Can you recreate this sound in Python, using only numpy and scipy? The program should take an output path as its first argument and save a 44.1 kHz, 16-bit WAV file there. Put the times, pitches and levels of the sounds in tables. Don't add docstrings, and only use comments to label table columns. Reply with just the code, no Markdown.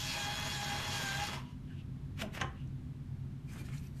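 import sys
import numpy as np
from scipy import signal
from scipy.fft import rfft, irfft, next_fast_len
from scipy.io import wavfile
from scipy.ndimage import uniform_filter1d

SR = 44100
rng = np.random.default_rng(int(sys.argv[2]) if len(sys.argv) > 2 else 0)


def to_wav(sig):
    pcm = np.clip(np.atleast_2d(sig), -1, 1) * 32767
    pcm = np.round(pcm).astype(np.int16)
    wavfile.write(sys.argv[1], SR, pcm.T)


N = 176400

# (time [s], rate [Hz])
MESH_RATE = [(0, 836.7), (.13, 828.6), (.21, 811.5), (.3, 825.1), (.4, 838.4), (.55, 833.2), (.6, 816.4),
             (.66, 823.3), (.71, 809.4), (.77, 827.5), (.85, 843.3), (.95, 816.3), (1.02, 800.8),
             (1.1, 784), (1.16, 800.8), (1.22, 823.6), (1.3, 838.4), (1.45, 844.4)]
# (multiple of the mesh rate, relative level [dB], gain as the motor sags [dB/Hz])
WHINE_PARTIALS = [(1, -49, 0), (2, -55.5, 0.2879), (3, -54.5, 0.02), (4, -50.5, -0.0183), (5, -55, 0)]
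# (multiple of the shaft rate, relative level [dB])
SHAFT_TONES = [(6, -63), (9, -61), (10, -69), (15, -55.5), (17, -57), (20, -70), (31, -62)]
# (centre [Hz], width [Hz], gain [dB])
WHINE_RESONANCES = [(1578, 50, 3.5), (3386, 120, 5.5)]
# (time [s], gain [dB])
WHINE_SWELL = [(0, -4), (.06, 4), (.11, -3.5), (.17, 3.5), (.23, -6), (.29, 5.5), (.35, 0), (.5, -3),
               (.58, 1), (.68, 0), (.735, 8), (.83, -5), (.92, 1.5), (.99, -6), (1.1, 3.5), (1.16, 1),
               (1.22, 8.5), (1.3, -3)]
# (time [s], gain [dB])
WHINE_DRIVE = [(0, -10.5), (.14, -3), (.25, -2), (1.25, -3.5), (1.31, -10.5), (1.36, -29), (1.45, -75)]
TEETH, FREE_MESH_HZ, WAVER_DB = 8, 838, 2.0

def whine(mesh_hz, mesh_cycles):
    out, sag_hz = np.zeros(N), FREE_MESH_HZ - mesh_hz
    for k, db, db_per_hz in WHINE_PARTIALS:
        housing_db = resonances(k * mesh_hz, WHINE_RESONANCES)
        swell_db = curve(WHINE_SWELL) if k == 1 else 0
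        level = amp(db + db_per_hz * sag_hz + housing_db + swell_db + WAVER_DB * drift(rate_hz=47))
        out += level * np.sin(2 * np.pi * (k * mesh_cycles + rng.random()))
    for k, db in SHAFT_TONES:
        level = amp(db) * drift(rate_hz=59)
        out += level * np.sin(2 * np.pi * (k * mesh_cycles / TEETH + rng.random()))
    return np.sqrt(2) * out * amp(curve(WHINE_DRIVE))

# (time [s], level [dB])
CHATTER_LEVEL = [(0, -52), (.12, -49), (.17, -45), (.6, -47), (.73, -43), (.85, -44.5), (1.08, -45),
                 (1.25, -46), (1.35, -44), (1.385, -50), (1.43, -63.5), (1.52, -69), (1.6, -120)]
# (frequency [Hz], relative level [dB])
CHATTER_COLOUR = [(100, -28), (300, 0), (550, -3.5), (730, -2.5), (950, 4.5), (1400, 0.5), (2800, -4.5),
                  (4000, -7), (7000, -22), (8500, -21), (14000, -24)]
# (centre [Hz], width [Hz], gain [dB])
HOUSING = [(642.7, 23, 11.5), (1022, 17, 5.5), (1646, 70, -4.5), (1703, 30, 7), (2050, 140, 5.5),
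           (2540, 77, 3.5), (2780, 150, 6), (3310, 330, 6.5), (3900, 330, 0.5), (5470, 300, 5),
           (6350, 180, 6.5), (6920, 460, 7), (8500, 430, 3.5), (11400, 760, 2)]

def chatter(mesh_cycles, uneven_db=3, shaft_pulse_db=1.8, flutter_db=1.3):
    contacts = np.diff(np.floor(mesh_cycles), prepend=0)
    strikes = contacts * rng.standard_normal(N) * amp(uneven_db * (2 * rng.random(N) - 1))
    scrape = rng.standard_normal(N)
    shaft_pulse = np.sin(2 * np.pi * mesh_cycles / TEETH)
    force = (unit(strikes) + scrape) * amp(shaft_pulse_db * shaft_pulse + flutter_db * drift(rate_hz=32))
    return colour(unit(force), CHATTER_COLOUR, HOUSING) * amp(curve(CHATTER_LEVEL))

# (time [s], level [dB])
FEED_LEVEL = [(0, -42.5), (.09, -44), (.2, -43.5), (.3, -47), (.5, -45), (.82, -47), (.97, -43),
              (1.15, -45), (1.28, -45.5), (1.315, -55.5), (1.345, -50.5), (1.385, -63), (1.43, -78),
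              (1.52, -71), (1.6, -120)]
# (frequency [Hz], relative level [dB])
FEED_COLOUR = [(200, -32.5), (900, -6), (2000, 0.5), (3000, -0.5), (4500, 4), (6000, -1), (7200, -3),
               (8000, -8.5), (10000, -10), (12000, -10), (14000, -15.5)]

def paper_feed():
    slips = flexing(friction(N, per_s=2200, spread_db=3, hiss=.8), depth_db=2.0)
    return colour(unit(slips), FEED_COLOUR, HOUSING) * amp(curve(FEED_LEVEL))

def flexing(x, depth_db):
    spectra = signal.stft(x, nperseg=256)[2]
    patches = uniform_filter1d(rng.standard_normal(spectra.shape), size=5, axis=0)
    patches = uniform_filter1d(patches, size=15, axis=1)
    return signal.istft(spectra * amp(depth_db * unit(patches)), nperseg=256)[1][:len(x)]

# (peak time [s], length [s], centre [Hz], width [Hz], level [dB])
RUBS = [(.09, 0.22, 2530, 500, -46.5), (0.105, .18, 4350, 1300, -44.5), (0.164, .08, 534, 80, -56),
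        (.205, 0.074, 6700, 600, -53), (0.556, .045, 3920, 885, -46.5), (0.956, 0.11, 4900, 1500, -48),
        (1.021, 0.047, 516, 90, -48), (1.381, 0.077, 1000, 50, -48.5), (1.427, 0.41, 974, 40, -65),
        (1.477, 0.22, 2940, 400, -69), (1.712, .09, 1660, 200, -63), (1.725, 0.25, 2900, 900, -69.5),
        (1.799, 0.083, 2880, 600, -62.5), (2.241, .06, 650, 59.6, -44.5), (2.594, 0.17, 2800, 705, -67),
        (3.567, 0.037, 1090, 400, -56.5), (3.73, 0.048, 2260, 400, -59), (3.779, 0.034, 4150, 500, -63)]

def rubs(skirt=0.74):
    out = np.zeros(N)
    for s, length, hz, width, db in RUBS:
        n, resonator = int(length * SR), signal.iirpeak(hz, hz / width, fs=SR)
        broad = signal.lfilter(*resonator, rng.standard_normal(SR))
        narrow = signal.lfilter(*resonator, broad)
        add(out, s - length / 2, amp(db) * np.hanning(n) * unit((narrow + skirt * broad)[-n:]))
    return out

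# (peak time [s], rise [s], fall [s], level [dB], tilt [dB/octave])
SWISHES = [(2.18, 0.021, 0.04, -57.5, 0), (2.197, 0.011, 0.024, -45.5, -1), (2.222, 0.038, 0.016, -38.5, 0),
           (2.35, 0.029, 0.045, -47.5, 1.5), (2.375, 0.038, 0.03, -44, -3.5),
           (2.405, 0.02, 0.026, -45.5, -3.5)]
# (frequency [Hz], relative level [dB])
SWISH_COLOUR = [(150, -17), (500, -3.5), (1200, 0), (2700, 5), (4000, -5.5), (6000, -8), (8500, -13.5),
                (10500, -17), (12000, -14), (14000, -19)]
# (peak time [s], rise [s], fall [s], level [dB], tilt [dB/octave])
RUSTLES = [(3.497, 0.023, 0.044, -57, 1), (3.535, 0.07, 0.057, -54.5, 1.5),
           (3.565, 0.039, 0.088, -53.5, -1), (3.595, 0.04, 0.059, -55, 3), (3.615, 0.041, 0.039, -47, -5.5),
           (3.66, 0.03, 0.038, -57, 2), (3.69, 0.026, 0.043, -54.5, -1), (3.74, 0.062, 0.065, -54, 0.5),
           (3.782, 0.068, 0.048, -60.5, 4.5), (3.85, 0.074, 0.072, -63, 4), (3.995, 0.076, .06, -63, 4.5)]
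# (frequency [Hz], relative level [dB])
RUSTLE_COLOUR = [(200, 17.5), (700, 1.5), (2400, 6), (3500, -2), (6000, -4.5), (9000, -7), (10300, -15),
                 (12500, -11.5), (14000, -17)]

def strokes(rows, spectrum, flutter_db, fold_db):
    out, t = np.zeros(N), np.arange(-SR // 5, SR // 4) / SR
    for s, rise, fall, db, tilt in rows:
        slips = friction(len(t), per_s=5400, spread_db=0.5, hiss=0.47)
        slips *= amp(flutter_db * drift(rate_hz=120)[:len(t)])
        folds = [(1000 * 13 ** pitch, 60 + 350 * pitch, fold_db * (2 * height - 1))
                 for pitch, height in rng.random((30, 2))]
        envelope = amp(db - 20 * np.maximum(-t / rise, t / fall) ** 1.31)
        add(out, s + t[0], colour(unit(slips), spectrum, folds, tilt) * envelope)
    return out

# (time [s], level [dB], tilt [dB/octave])
CRINKLES = [(.089, -49, -2), (.399, -45, 4), (0.491, -50, 3), (.602, -47, 2), (.828, -42, -6),
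            (1.029, -53, 2), (1.266, -47, 4), (2.193, -55, -6.5), (3.534, -52.5, -4), (3.56, -51, -13),
            (3.655, -62, -5), (3.686, -52, -7), (3.72, -59, -8), (3.735, -62, -3)]
# (frequency [Hz], relative level [dB])
CRINKLE_COLOUR = [(300, -28), (1800, -2), (5000, -11.5), (9000, -6.5), (14000, -7)]

def crinkles(decay_s=0.0045):
    out, t = np.zeros(N), np.arange(SR // 15) / SR
    for s, db, tilt in CRINKLES:
        snaps = friction(len(t), per_s=3000, spread_db=2, hiss=.6) * np.exp(-t / decay_s)
        add(out, s, amp(db) * colour(snaps, CRINKLE_COLOUR, tilt=tilt))
    return out

# (time [s], relative level [dB], tilt [dB/octave])
KNOCKS = [(2.216, -13.5, -2.5), (2.225, -13, -9), (2.412, -2, 0), (2.4155, -3, 1.5), (2.421, -5.5, -2),
          (2.428, -9.5, -8.5), (2.444, -11, -8)]
# (frequency [Hz], relative level [dB], t60 before t60_scale [s])
PLASTIC_MODES = [(345, -14.5, 0.15), (511, -16, 0.12), (633, -11, 0.096), (780, -6.5, .13),
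                 (1050, -11, 0.19), (1147, 3, 0.07), (1261, -4, 0.19), (1510, -5, 0.1), (1575, -1, 0.072),
                 (1744, -19, 0.095), (1884, -17, 0.094), (1975, -3, 0.1), (2630, -4, 0.02),
                 (3200, 1.5, 0.026), (3460, -6, .03)]
# (frequency [Hz], relative level [dB])
CRACK_COLOUR = [(150, -16), (500, 0.5), (1000, 4), (2000, 5), (3300, -5.5), (4800, -17), (5800, -13),
                (7000, -16), (8500, -23), (14000, -43)]

def knocks(ring_db=-30, attack_s=0.0019, t60_scale=0.76, crack_db=-27.5, crack_s=0.0037):
    out, t = np.zeros(N), np.arange(SR // 3) / SR
    attack = 1 - np.exp(-t / attack_s)
    for s, db, tilt in KNOCKS:
        ring = np.zeros(len(t))
        for hz, mode_db, t60 in PLASTIC_MODES:
            envelope = amp(mode_db + tilt * np.log2(hz / 1000) - 60 * t / (t60 * t60_scale))
            ring += envelope * np.sin(2 * np.pi * (hz * t + rng.random()))
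        crack = colour(rng.standard_normal(len(t)) * np.exp(-t / crack_s), CRACK_COLOUR, tilt=tilt)
        add(out, s, amp(db) * (amp(ring_db) * ring * attack / 2 + amp(crack_db) * crack))
    return out

# (time [s], level [dB])
THUDS = [(2.213, -33.5), (2.241, -38.5), (2.258, -37), (2.414, -39), (2.429, -42)]
# (frequency [Hz], relative level [dB])
THUD_COLOUR = [(60, -16), (170, 15), (250, 7.5), (330, -2), (410, 4), (520, -8), (650, -21), (850, -5.5),
               (1500, -32), (5000, -62)]

def thuds(attack_s=0.0046, decay_s=0.018):
    out, t = np.zeros(N), np.arange(SR // 4) / SR
    envelope = np.exp(-t / decay_s) * (1 - np.exp(-t / attack_s))
    for s, db in THUDS:
        add(out, s, amp(db) * unit(colour(rng.standard_normal(len(t)), THUD_COLOUR)) * envelope)
    return out

# (time [s], level [dB], tilt [dB/octave])
TICKS = [(2.413, -39, -8), (2.4152, -35, -3), (2.675, -61, 4), (3.781, -49, -2), (3.871, -52, -7)]
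# (frequency [Hz], relative level [dB])
TICK_COLOUR = [(500, -31), (3000, -3), (4800, -28), (5700, 19), (7000, 8), (8500, -13), (14000, -22)]

def ticks(decay_s=0.00086):
    out, t = np.zeros(N), np.arange(SR // 20) / SR
    for s, db, tilt in TICKS:
        burst = rng.standard_normal(len(t)) * np.exp(-t / decay_s)
        add(out, s, amp(db) * colour(burst, TICK_COLOUR, tilt=tilt))
    return out

# (frequency [Hz], relative level [dB])
AIR_COLOUR = [(20, 2.5), (32, -43), (43, 7), (62, 9), (85, 7.5), (112, 5), (160, 6), (215, 1), (290, -6),
              (380, -13), (500, -21.5), (1000, -23), (2000, -28), (3800, -32.5), (5000, -37), (9000, -42),
              (14000, -45.5)]
# (centre [Hz], width [Hz], gain [dB])
DUCT = [(94.4, 8.7, 9.2), (134.8, 20.8, 14.1), (198.8, 3.7, 6.6), (250.8, 21.3, 11.46), (363, 21, 4.9)]

def ventilation(level_db=-43.5):
    lead = SR // 4
    return amp(level_db) * unit(colour(rng.standard_normal(N + lead), AIR_COLOUR, DUCT)[lead:])

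# (frequency [Hz], t60 [s])
ROOM_DECAY = [(200, 0.44), (600, 0.35), (1200, 0.39), (2500, 0.29), (5000, 0.21), (12000, 0.23)]

def room(x, wet_db, near_db=-11, near_s=.014, echoes=1500):
    taps = np.zeros(SR)
    taps[150 + 20 * np.arange(echoes) + rng.integers(0, 20, echoes)] = rng.choice([-1., 1.], echoes)
    hz, t, spectra = signal.stft(taps, SR, nperseg=256)
    decay = amp(-60 * t / at_hz(ROOM_DECAY, hz)[:, None])
    tail = signal.istft(spectra * decay, SR, nperseg=256)[1]
    near = np.zeros(len(tail))
    near[(near_s * SR * rng.uniform(.1, 1, size=8)).astype(int)] = rng.choice([-1., 1.], size=8)
    near = signal.lfilter(*signal.butter(1, 2500, "high", fs=SR), near / np.linalg.norm(near))
    response = amp(wet_db) * tail / np.linalg.norm(tail) + amp(near_db) * near
    return x + signal.fftconvolve(x, response)[:N]

def friction(n, per_s, spread_db, hiss):
    chance, size, noise = rng.random(n), rng.exponential(1, n), rng.standard_normal(n)
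    slips = np.sign(noise) * (chance < per_s / SR) * amp(spread_db * np.minimum(size, 4))
    return unit(unit(slips) + hiss * rng.standard_normal(n))

def colour(x, spectrum, peaks=(), tilt=0):
    size = next_fast_len(len(x) + 4096, True) * 2
    hz = np.fft.rfftfreq(size, 1 / SR)
    db = at_hz(spectrum, hz) + resonances(hz, peaks) + tilt * np.log2(np.maximum(hz, 400))
    cepstrum = irfft(np.log(amp(db - db.max()) + 1e-6))
    cepstrum[1:size // 2] *= 2
    cepstrum[size // 2 + 1:] = 0
    filtered = irfft(rfft(x, size) * np.exp(rfft(cepstrum)))[:len(x)]
    return unit(filtered) * np.sqrt(np.mean(x ** 2))

def resonances(hz, peaks):
    return sum(db / (1 + (2 * (hz - centre) / width) ** 2) for centre, width, db in peaks)

def drift(rate_hz):
    hz = np.fft.rfftfreq(N, 1 / SR)
    return unit(irfft(rfft(rng.standard_normal(N)) * np.exp(-(hz / rate_hz) ** 2), N))

def curve(points):
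    return np.interp(np.arange(N) / SR, *np.transpose(points))

def at_hz(points, hz):
    f, value = np.transpose(points)
    return np.interp(np.log(hz + 1), np.log(f + 1), value)

def add(mix, s, sound):
    part = mix[max(round(s * SR), 0):][:len(sound)]
    part += sound[:len(part)]

def amp(db):
    return 10 ** (np.asarray(db) / 20)

def unit(x):
    return x / np.sqrt(np.mean(x ** 2) + 1e-20)

def scene():
    mesh_hz = curve(MESH_RATE)
    jitter = 1 + .004 * drift(rate_hz=60)
    mesh_cycles = np.cumsum(mesh_hz * jitter) / SR
    motor = room(whine(mesh_hz, mesh_cycles), wet_db=-9.5)
    mechanism = room(chatter(mesh_cycles) + paper_feed() + rubs(), wet_db=-10.5)
    swishes = strokes(SWISHES, SWISH_COLOUR, flutter_db=1.8, fold_db=2.5)
    rustles = strokes(RUSTLES, RUSTLE_COLOUR, flutter_db=0, fold_db=5.5)
    handling = room(swishes + rustles + crinkles(), wet_db=-10.5)
    impacts = room(knocks() + thuds(), wet_db=-8, near_db=-15) + room(ticks(), wet_db=-15)
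    return (motor + mechanism + handling + impacts + ventilation())[None]

def record(dry):
    cutoff_hz = 13900
    lowpass = signal.firwin(1201, cutoff_hz, window=("kaiser", 8), fs=SR)
    return signal.oaconvolve(dry, lowpass[None], "same")

dry = scene()
out = record(dry)
to_wav(out)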